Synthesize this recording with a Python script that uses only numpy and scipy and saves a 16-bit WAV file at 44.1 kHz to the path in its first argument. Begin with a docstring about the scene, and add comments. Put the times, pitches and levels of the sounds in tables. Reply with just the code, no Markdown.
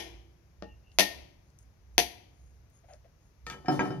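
"""Garden hiss and a wavering low hum run throughout; the tail of an earlier knife blow on a coconut rings first.
A faint knock and thin fizz follow, then two hard chops; each joins a noise crack to ringing shell, blade and pot.
Ticks and husk rustle (filtered noise) lie between; the blade creaks in the crack as rough pulses of noise.
Last, the knife slides and bounces on a wooden plank: fading tones of wood and steel, with noise for the contact.
A covered porch answers the knocks with a few hard echoes and a dense noise tail."""
import sys
import numpy as np
from scipy import signal
from scipy.fft import rfft, irfft
from scipy.io import wavfile

SR = 44100
rng = np.random.default_rng(int(sys.argv[2]) if len(sys.argv) > 2 else 0)


def undo_db(level):
    """Turn decibels back into plain size, where 20 dB means ten times bigger."""
    steps = np.asarray(level, float) / 20
    return 10 ** steps


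def wrap_up_sound(samples):
    """Save the sound to the file named by the first command line argument, as 16-bit audio."""
    columns = np.atleast_2d(samples).T
    # keep every value between -1 and 1, then stretch to whole-number steps
    tamed = np.clip(columns, -1, 1)
    steps = np.round(tamed * 32767).astype(np.int16)
    wavfile.write(sys.argv[1], SR, steps)


N = 176400
LEAD = 4410  # samples worked out ahead of time zero, so that an earlier blow can ring in
TIME_S = (np.arange(N + LEAD) - LEAD) / SR

# In all tables t60_s is the time to fade by 60 dB.
# Garden hiss colour: pitch_hz, gain_db
AIR_COLOUR = [(15, -48.5), (25, -19.5), (49, -6), (70, -6.5), (121, -9.5), (232, -25.5), (259, -25.5),
              (538, -31.5), (651, -32), (1030, -35.5), (1180, -36.5), (3230, -48), (6210, -40.5),
              (8370, -63.5), (11000, -45.5), (15200, -53), (16500, -70)]
# Side tilt of the hiss, scaled where used: pitch_hz, left_minus_right_db
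AIR_TILT = [(60, -2), (110, -0.5), (200, 2.5), (380, 6.5), (700, 8), (1290, 7.5), (2380, 19.5), (4400, 8.5),
            (8120, 8.5), (15000, -7)]
AIR_DB, AIR_ALIKE_HZ = -60.5, 506  # hiss level before the side tilt; both sides are alike below this pitch
# Strength of the low hum: time_s, level_db
HUM_LEVEL = [(0.0, -57.5), (0.16, -51), (0.55, -77), (0.59, -54.5), (0.73, -52.5), (0.93, -70),
             (0.992, -48), (1.089, -60.5), (1.23, -51), (1.36, -106), (1.68, -55), (1.72, -66.5),
             (2.0, -47), (2.27, -75), (2.46, -53.5), (2.92, -77), (2.97, -55), (3.29, -86.5), (3.449, -48),
             (3.6, -66)]
HUM_HZ = 62.9  # middle pitch
# Knife on coconut: start_s, crack_db (20 dB is added), shell_db, hollow_hz, hollow_db, hollow_t60_s,
# blade_db, porch_echo_db, crack_top_hz, pot_db
CHOPS = [(-.06, -17, -39, 764, -32, 0.09, -48, -5, 9300, -46.5),
         (0.6234, -47.5, -43, 612, -35.5, 0.036, -58, -11, 4970, -69.5),
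         (0.9867, -13, -35.5, 590, -30, 0.051, -37.5, -3, 20030, -50),
         (1.9806, -9.5, -35.5, 700.4, -18.5, 0.088, -50, -10.5, 20240, -57)]
# Colour of the crack: pitch_hz, gain_db
CRACK_COLOUR = [(88, -43), (150, -12.5), (276, -10), (349, -5), (498, -10), (696, -2.5), (767, -12.5),
                (991, -8.5), (1140, -19), (2220, -6), (4420, -9), (6170, -8.5), (7810, -28.5), (11400, -12),
                (15600, -35), (16500, -47.5)]
# Tones of the coconut shell: pitch_hz, level_db, t60_s
SHELL = [(198, 1.5, 0.14), (296.5, -1, .18), (461.6, -6.5, 0.18), (844, -11.5, 0.22), (1200, 0, 0.012)]
# Tones of a big clay pot nearby that sings along: pitch_hz, level_db, t60_s
POT = [(306, -3, .6), (337.7, -1, 0.97), (371, -6.5, 1.1), (468, -8, 0.66), (764, -9, 0.57),
       (899, -10.5, .4), (2374, -1, .45), (2780, -9, .4)]
HELD_BLADE_HZ, HELD_BLADE_T60_S = 1835, 0.28  # the one ring of the gripped blade
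# First hard echoes of the porch: delay_s, left_db, right_db
ECHOES = [(.0085, -6, -7.5), (0.0096, 0, -6.5), (0.0181, -7, -5.5), (0.0204, -5.5, -6)]
# Fading of the dense porch echo: pitch_hz, early_t60_s, late_t60_s, late_db
PORCH_DECAY = [(150, .1, 1, -18.5), (350, 0.18, 0.72, -16), (805, 0.15, .7, -17), (1390, .13, 0.63, -22.5),
               (2500, 0.15, 0.6, -15), (5900, 0.13, 0.5, -19), (12100, 0.19, 0.46, -16),
               (16000, 0.078, 0.18, -17.5)]
PORCH_RISE_S, PORCH_DENSE_DB = 0.0092, -21.5
# Faint, thin fizz near one pitch: centre_s, half_width_s, level_db
FIZZ = [(.7, 0.061, -68), (.89, 0.047, -71)]
FIZZ_HZ = 2790
# Fibres and grit ticking: start_s, level_db before filtering, pitch_hz
TICKS = [(0.917, -47.5, 3670), (1.502, -58, 6500), (1.588, -47, 8000), (2.7, -60, 10200),
         (2.935, -44, 5500)]
# Husk rubbing in the hand: centre_s, half_width_s, level_db before the two bands are evened out
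RUBS = [(.95, .03, -73.5), (1.47, 0.036, -84), (1.62, 0.024, -74), (1.95, 0.021, -83), (2.45, 0.12, -78),
        (2.76, 0.034, -71.5), (2.92, 0.044, -72), (3.25, 0.046, -80.5)]
# Blade creaking in the crack: start_s, length_s, level_db, hollow_hz
CREAKS = [(2.828, 0.035, -71, 641), (2.876, 0.047, -61.5, 711), (2.912, 0.047, -61.5, 638),
          (3.038, .03, -69, 602)]
# Blade sliding on the wood: time_s, level_db (2.5 dB is added)
SLIDE_LEVEL = [(3.45, -86.5), (3.466, -72), (3.492, -81), (3.498, -67), (3.546, -84), (3.666, -86),
               (3.719, -57.5), (3.81, -77.5), (3.818, -64.5), (4.0, -86)]
# Colour of the slide: pitch_hz, gain_db
SLIDE_COLOUR = [(2060, -37), (3500, -9), (5000, -6), (6300, -5.5), (8100, -18.5), (10700, -10.5),
                (14600, -24.5), (16000, -37)]
# Knife laid down: start_s, edge_share (0 handle to 1 edge), plank_db, blade_db, tick_db, rattle_db, rattle_top_hz
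TOUCHES = [(3.466, 1, -47.5, -41.5, -36.5, -57.5, 3000), (3.499, 1, -49, -43.5, -32, -50, 4000),
           (3.512, 1, -47.5, -49, -48, -50, 2010), (3.525, 1, -53, -46.5, -54, -53, 3000),
           (3.541, 1, -48, -51, -57, -50, 2010), (3.647, 0.12, -47.5, -75, -74, -55, 900),
           (3.658, 0.82, -54, -45.5, -52, -58, 3000), (3.683, 0.09, -23, -35.5, -38, -36, 1510),
           (3.793, 0.99, -27, -38.5, -45, -32, 2500), (3.809, 0.52, -31, -40.5, -60, -34, 1467),
           (3.855, 0.4, -37, -47, -69, -40, 1200), (3.905, 0.48, -37, -46.5, -72, -41, 1300)]
# Tones of the plank: pitch_hz, under_handle_db, under_edge_db, t60_s when not gripped
PLANK = [(146.4, -8.5, -9, 2.63), (200.5, -14, -8, 0.51), (256, -10.5, -9.5, 0.34),
         (300.7, -4.5, -10, 0.59), (386.4, -13.5, -10, 1.17), (491, -12.5, -4, 0.14),
         (642, -11.5, -9.5, 0.19), (742.7, 4, -8.5, 0.18), (939.5, -16, -0.5, 0.12),
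         (1048, -22, -8.5, 0.12), (1172, -19, -6.5, 0.052), (1350, -11.5, -4, 0.095),
         (1617, -23.5, -2.5, 0.19), (1920, -29, 0, 0.048), (2188, -26, -9.5, 0.091), (2338, -24, 7, 0.025)]
# Tones of the knife blade: pitch_hz, struck_at_handle_db, struck_at_edge_db, t60_s when not gripped
BLADE = [(858, -6.5, -17, 0.95), (1300, -6, -3.5, 0.37), (1610, -5.5, -13, 0.2), (1820, -13.5, -11, 0.61),
         (2333, -15, -3, 0.15), (3033, -8.5, -12, 0.47), (3390, -46, -14.5, 0.24), (3733, -17, -18, 0.11),
         (4300, -36, -25, .1), (4723, -29, -18.5, 0.71), (5130, -4, -19, 0.11), (5960, -39, -12, .1),
         (6300, -38, -11.5, 0.14)]
HELD_SHARE, LET_GO_S = 0.56, 3.67  # share of ring time left while gripped; when the hand opens
CHOKE_DB = -10  # change in the blade's ring at each later touch
PLANK_PAN_DB, PORT_LAG_S = -4, .00008  # knife on plank, left minus right; delay of near sounds on the right
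# Side tilt of all but the garden sounds and fizz, shared between the ports: pitch_hz, left_minus_right_db
PORT_TILT = [(60, -3), (110, -4), (200, -1), (380, 2), (700, 3.5), (1290, 10), (2380, 5.5), (4400, 10),
             (8120, 7), (15000, 2)]


def table(points, hz):
    """Reads (pitch, value) points, spacing the pitches as the ear does (log scale)."""
    p = np.array(points, float)
    return np.interp(np.log(hz + 1), np.log(p[:, 0]), p[:, 1])


def colour(x, points, share=1):
    """Filters by a share of the (pitch, dB) points, with no sound before its cause."""
    log_gain = share * table(points, np.arange(1025) * SR / 2048) * np.log(10) / 20
    # Folding the cepstrum onto positive times gives a minimum-phase filter
    cepstrum = irfft(log_gain)
    cepstrum[1:1024] *= 2
    cepstrum[1025:] = 0
    return signal.fftconvolve(x, irfft(np.exp(rfft(cepstrum))))[:len(x)]


def band(x, lo_hz, hi_hz):
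    """Keeps the pitches between two limits."""
    limits = [lo_hz, min(hi_hz, SR * .49)]
    return signal.sosfilt(signal.butter(2, limits, "band", fs=SR, output="sos"), x)


def unit(x):
    """Scales to an rms of 1."""
    return x / np.sqrt(np.mean(x ** 2))


def add(track, s, sound):
    """Mixes a sound in at s seconds."""
    i = LEAD + int(round(s * SR))
    track[i:i + len(sound)] += sound[:len(track) - i]


def burst(decay_s):
    """A short spit of noise that dies away exponentially."""
    t = np.arange(8192) / SR
    return rng.standard_normal(len(t)) * np.exp(-t / decay_s)


def white(x):
    """Evens out the spectrum but keeps its phases, then fades the result."""
    flat = irfft(np.exp(1j * np.angle(rfft(x))))
    return flat * np.exp(-np.arange(len(x)) / (0.0043 * SR))


def plain_noise():
    """Plain white noise of steady level, as long as the whole track."""
    return rng.standard_normal(N + LEAD)


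def swells(rows):
    """Bell-shaped level bumps; the half width is where a bump has sunk to 1/e."""
    return sum(undo_db(db) * np.exp(-((TIME_S - s) / half_s) ** 2) for s, half_s, db in rows)


def ring(modes, contact_hz=8000., scatter_db=2.0, rough_db=3.5):
    """A blow sets tones fading; loose contact makes each flutter, slow contact softens the start and highs."""
    t = np.arange(SR) / SR
    hz, db, t60 = np.array(modes, float).T[:, :, None]
    scatter, sign = rng.standard_normal((2, len(hz), 1))
    knots = np.arange(64) / 60  # 60 random steps a second
    steps = rng.standard_normal((2, len(hz), 64))
    flutter, slip = (np.array([np.interp(t, knots, row) for row in rows]) for rows in steps)
    grow = np.clip(t / 0.027, 0, 1) * rough_db  # the flutter sets in over 27 ms
    gain = np.sign(sign) * undo_db(db + scatter_db * scatter + grow * flutter)
    gain = gain / (1 + (hz / contact_hz) ** 2) * (1 - np.exp(-t * contact_hz))
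    tone = np.sin(2 * np.pi * hz * t + 0.19 * grow * slip)
    return (gain * tone * np.exp(-np.log(1000) * t / t60)).sum(axis=0)


def garden_hiss():
    """Steady coloured noise, alike at both ports only in the bass."""
    both, left, right = rng.standard_normal((3, N + LEAD))
    low = signal.butter(1, AIR_ALIKE_HZ, fs=SR)
    # Swap each side's own bass for the shared bass
    air = [unit(colour(signal.lfilter(*low, both - own) + own, AIR_COLOUR)) for own in (left, right)]
    tilted = [colour(air[0], AIR_TILT, share=0.55), colour(air[1], AIR_TILT, share=-0.18)]
    return undo_db(AIR_DB) * np.array(tilted)


def low_hum():
    """One sine whose pitch wavers at random and whose level rises and falls; it is later on the right."""
    time_s, level_db = np.array(HUM_LEVEL).T
    waver = unit(band(plain_noise(), 0.3, 8.2))
    cycles = np.cumsum(HUM_HZ * (1 + 0.06 * waver)) / SR
    hum = np.sqrt(2) * np.sin(2 * np.pi * cycles) * undo_db(np.interp(TIME_S, time_s, level_db))
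    return np.array([undo_db(-1.5) * hum, undo_db(1.5) * np.roll(hum, int(0.0014 * SR))])


def chops():
    """Each blow: a noise crack, ringing shell, hollow note and gripped blade; the pot hums along, near only."""
    near, far = np.zeros((2, N + LEAD))
    for (s, crack_db, shell_db, hollow_hz, hollow_db, hollow_t60,
         blade_db, echo_db, top_hz, pot_db) in CHOPS:
        crack = band(colour(white(burst(0.0011)), CRACK_COLOUR), 40, top_hz)
        blow = undo_db(shell_db) * ring(SHELL)
        blow += ring([(hollow_hz, hollow_db, hollow_t60)], scatter_db=0.5, rough_db=3.)
        blow += ring([(HELD_BLADE_HZ, blade_db, HELD_BLADE_T60_S)], scatter_db=-1, rough_db=2.5)
        blow[:len(crack)] += undo_db(crack_db) * crack / np.sqrt(np.sum(crack ** 2)) * 10
        add(near, s, blow + undo_db(pot_db) * ring(POT, rough_db=3., contact_hz=4000))
        add(far, s, undo_db(echo_db) * blow)
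    return near, far


def porch():
    """Walls and roof: a few hard echoes, and dense noise dying fast and then slowly, band by band."""
    t, out = np.arange(SR) / SR, np.zeros((2, SR))
    decay = np.array(PORCH_DECAY)
    for c in range(2):
        for hz in 90 * 2 ** np.arange(0, 8, .5):  # half-octave bands
            early = np.exp(-np.log(1000) * t / table(decay[:, [0, 1]], hz))
            late = np.exp(-np.log(1000) * t / table(decay[:, [0, 2]], hz))
            fall = early + undo_db(table(decay[:, [0, 3]], hz)) * late
            out[c] += band(rng.standard_normal(SR), hz / 2 ** .25, hz * 2 ** .25) * fall
        out[c] *= undo_db(PORCH_DENSE_DB) * np.clip(t / PORCH_RISE_S, 0, 1)
        for s, *db in ECHOES:
            out[c, int(s * SR):][:8192] += undo_db(db[c]) * white(burst(0.00033))
    return out


def faint_fizz():
    """Noise squeezed into a narrow band, swelling briefly."""
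    return swells(FIZZ) * unit(band(plain_noise(), FIZZ_HZ * .96, FIZZ_HZ * 1.025))


def ticks():
    """Fibres and grit tick: tiny bursts of noise around one pitch."""
    out = np.zeros(N + LEAD)
    for s, db, hz in TICKS:
        add(out, s, undo_db(db) * band(burst(0.0022), hz * .75, hz * 1.25))
    return out


def husk_rubs():
    """The husk rustles in the hand: uneven noise in two treble bands, swelling and sinking."""
    husk = plain_noise() * undo_db(3.5 * plain_noise())  # loudness jumps from sample to sample
    return swells(RUBS) * unit(band(husk, 6500, 6700) + undo_db(-5.5) * band(husk, 9500, 10000))


def creaks():
    """The blade slips in the crack: spiky noise rings the hollow nut, with a fainter rasp above."""
    out = np.zeros(N + LEAD)
    count = int(.1 * SR)
    for s, long_s, db, hz in CREAKS:
        hump = np.sin(np.pi * np.clip(np.arange(count) / (long_s * SR), 0, 1)) ** 2
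        slips = rng.standard_normal(count) ** 3 * np.sqrt(hump + 1e-9)
        hollow = unit(band(slips, hz * 0.873, hz * 1.078))
        rasp = unit(band(slips, 1030, 2460))
        add(out, s, undo_db(db) * (hollow + undo_db(-13) * rasp))
    return out


def blade_slide():
    """The blade slides on the wood: uneven, coloured noise that follows a level curve."""
    time_s, level_db = np.array(SLIDE_LEVEL).T
    grit = colour(plain_noise() * undo_db(3 * plain_noise()), SLIDE_COLOUR)
    return unit(grit) * undo_db(np.interp(TIME_S, time_s, level_db, left=-120) + 2.5)


def knife_on_plank():
    """Each touch rings plank and blade with noise; grip shortens both, later touches deaden the blade."""
    out = np.zeros(N + LEAD)
    t = np.arange(SR) / SR
    times = np.array(TOUCHES)[:, 0]
    for s, edge, plank_db, blade_db, tick_db, rattle_db, top_hz in TOUCHES:
        grip = HELD_SHARE if s < LET_GO_S else 1
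        # Blend the handle and edge levels by where the knife touches
        wood, steel = ([(hz, a + edge * (b - a), t60 * grip) for hz, a, b, t60 in modes]
                       for modes in (PLANK, BLADE))
        touched = sum(np.clip((t + s - later) / .004, 0, 1) for later in times[times > s])
        choke = undo_db(CHOKE_DB * touched + 0 * t)
        add(out, s, undo_db(plank_db) * ring(wood, contact_hz=3000, rough_db=2.5))
        add(out, s, undo_db(blade_db) * choke * ring(steel, rough_db=2., scatter_db=3.0))
        tick = band(band(burst(0.0045), 2000, 8100), 1500, 7000)
        tick += undo_db(-12) * band(burst(0.0015), 9000, 13700)
        rattle = band(band(burst(0.024), 300, top_hz), 170, top_hz)
        add(out, s, undo_db(tick_db) * tick + undo_db(rattle_db) * rattle)
        add(out, s, undo_db(plank_db + 2.5) * band(burst(0.071), 165, 810))  # dull wooden thud
    return out


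def scene():
    """Near sounds reach the right port a little late; the porch echoes them; the garden lies underneath."""
    garden = garden_hiss() + low_hum() + faint_fizz()
    near, far = chops()
    small = ticks() + husk_rubs() + creaks()
    slide, knife = blade_slide(), knife_on_plank()
    pan = undo_db(np.array([[PLANK_PAN_DB], [-PLANK_PAN_DB]]) / 2)
    direct = near + small + (knife + slide) * pan
    direct[1] = np.roll(direct[1], int(PORT_LAG_S * SR))
    to_porch = far + undo_db(-17) * small + undo_db(-12) * knife + undo_db(-4) * slide
    echoed = signal.fftconvolve(to_porch[None], porch(), axes=1)[:, :N + LEAD]
    left = colour(direct[0] + echoed[0], PORT_TILT, share=0.7)
    right = colour(direct[1] + echoed[1], PORT_TILT, share=-0.29)
    return (np.array([left, right]) + garden)[:, LEAD:]


def low_pass(x):
    """Removes everything above the highest recorded frequency."""
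    return signal.sosfilt(signal.butter(12, 16880, fs=SR, output="sos"), x)


def record(dry):
    """The phone rounds off the loudest peaks and cuts the top above 16500 Hz."""
    rounded = np.tanh(1.228 * dry) / 1.173
    top_cut = signal.ellip(8, .2, 60, 16500, fs=SR, output="sos")
    mix = signal.sosfilt(top_cut, rounded)
    return low_pass(mix)


dry = scene()
out = record(dry)
wrap_up_sound(out)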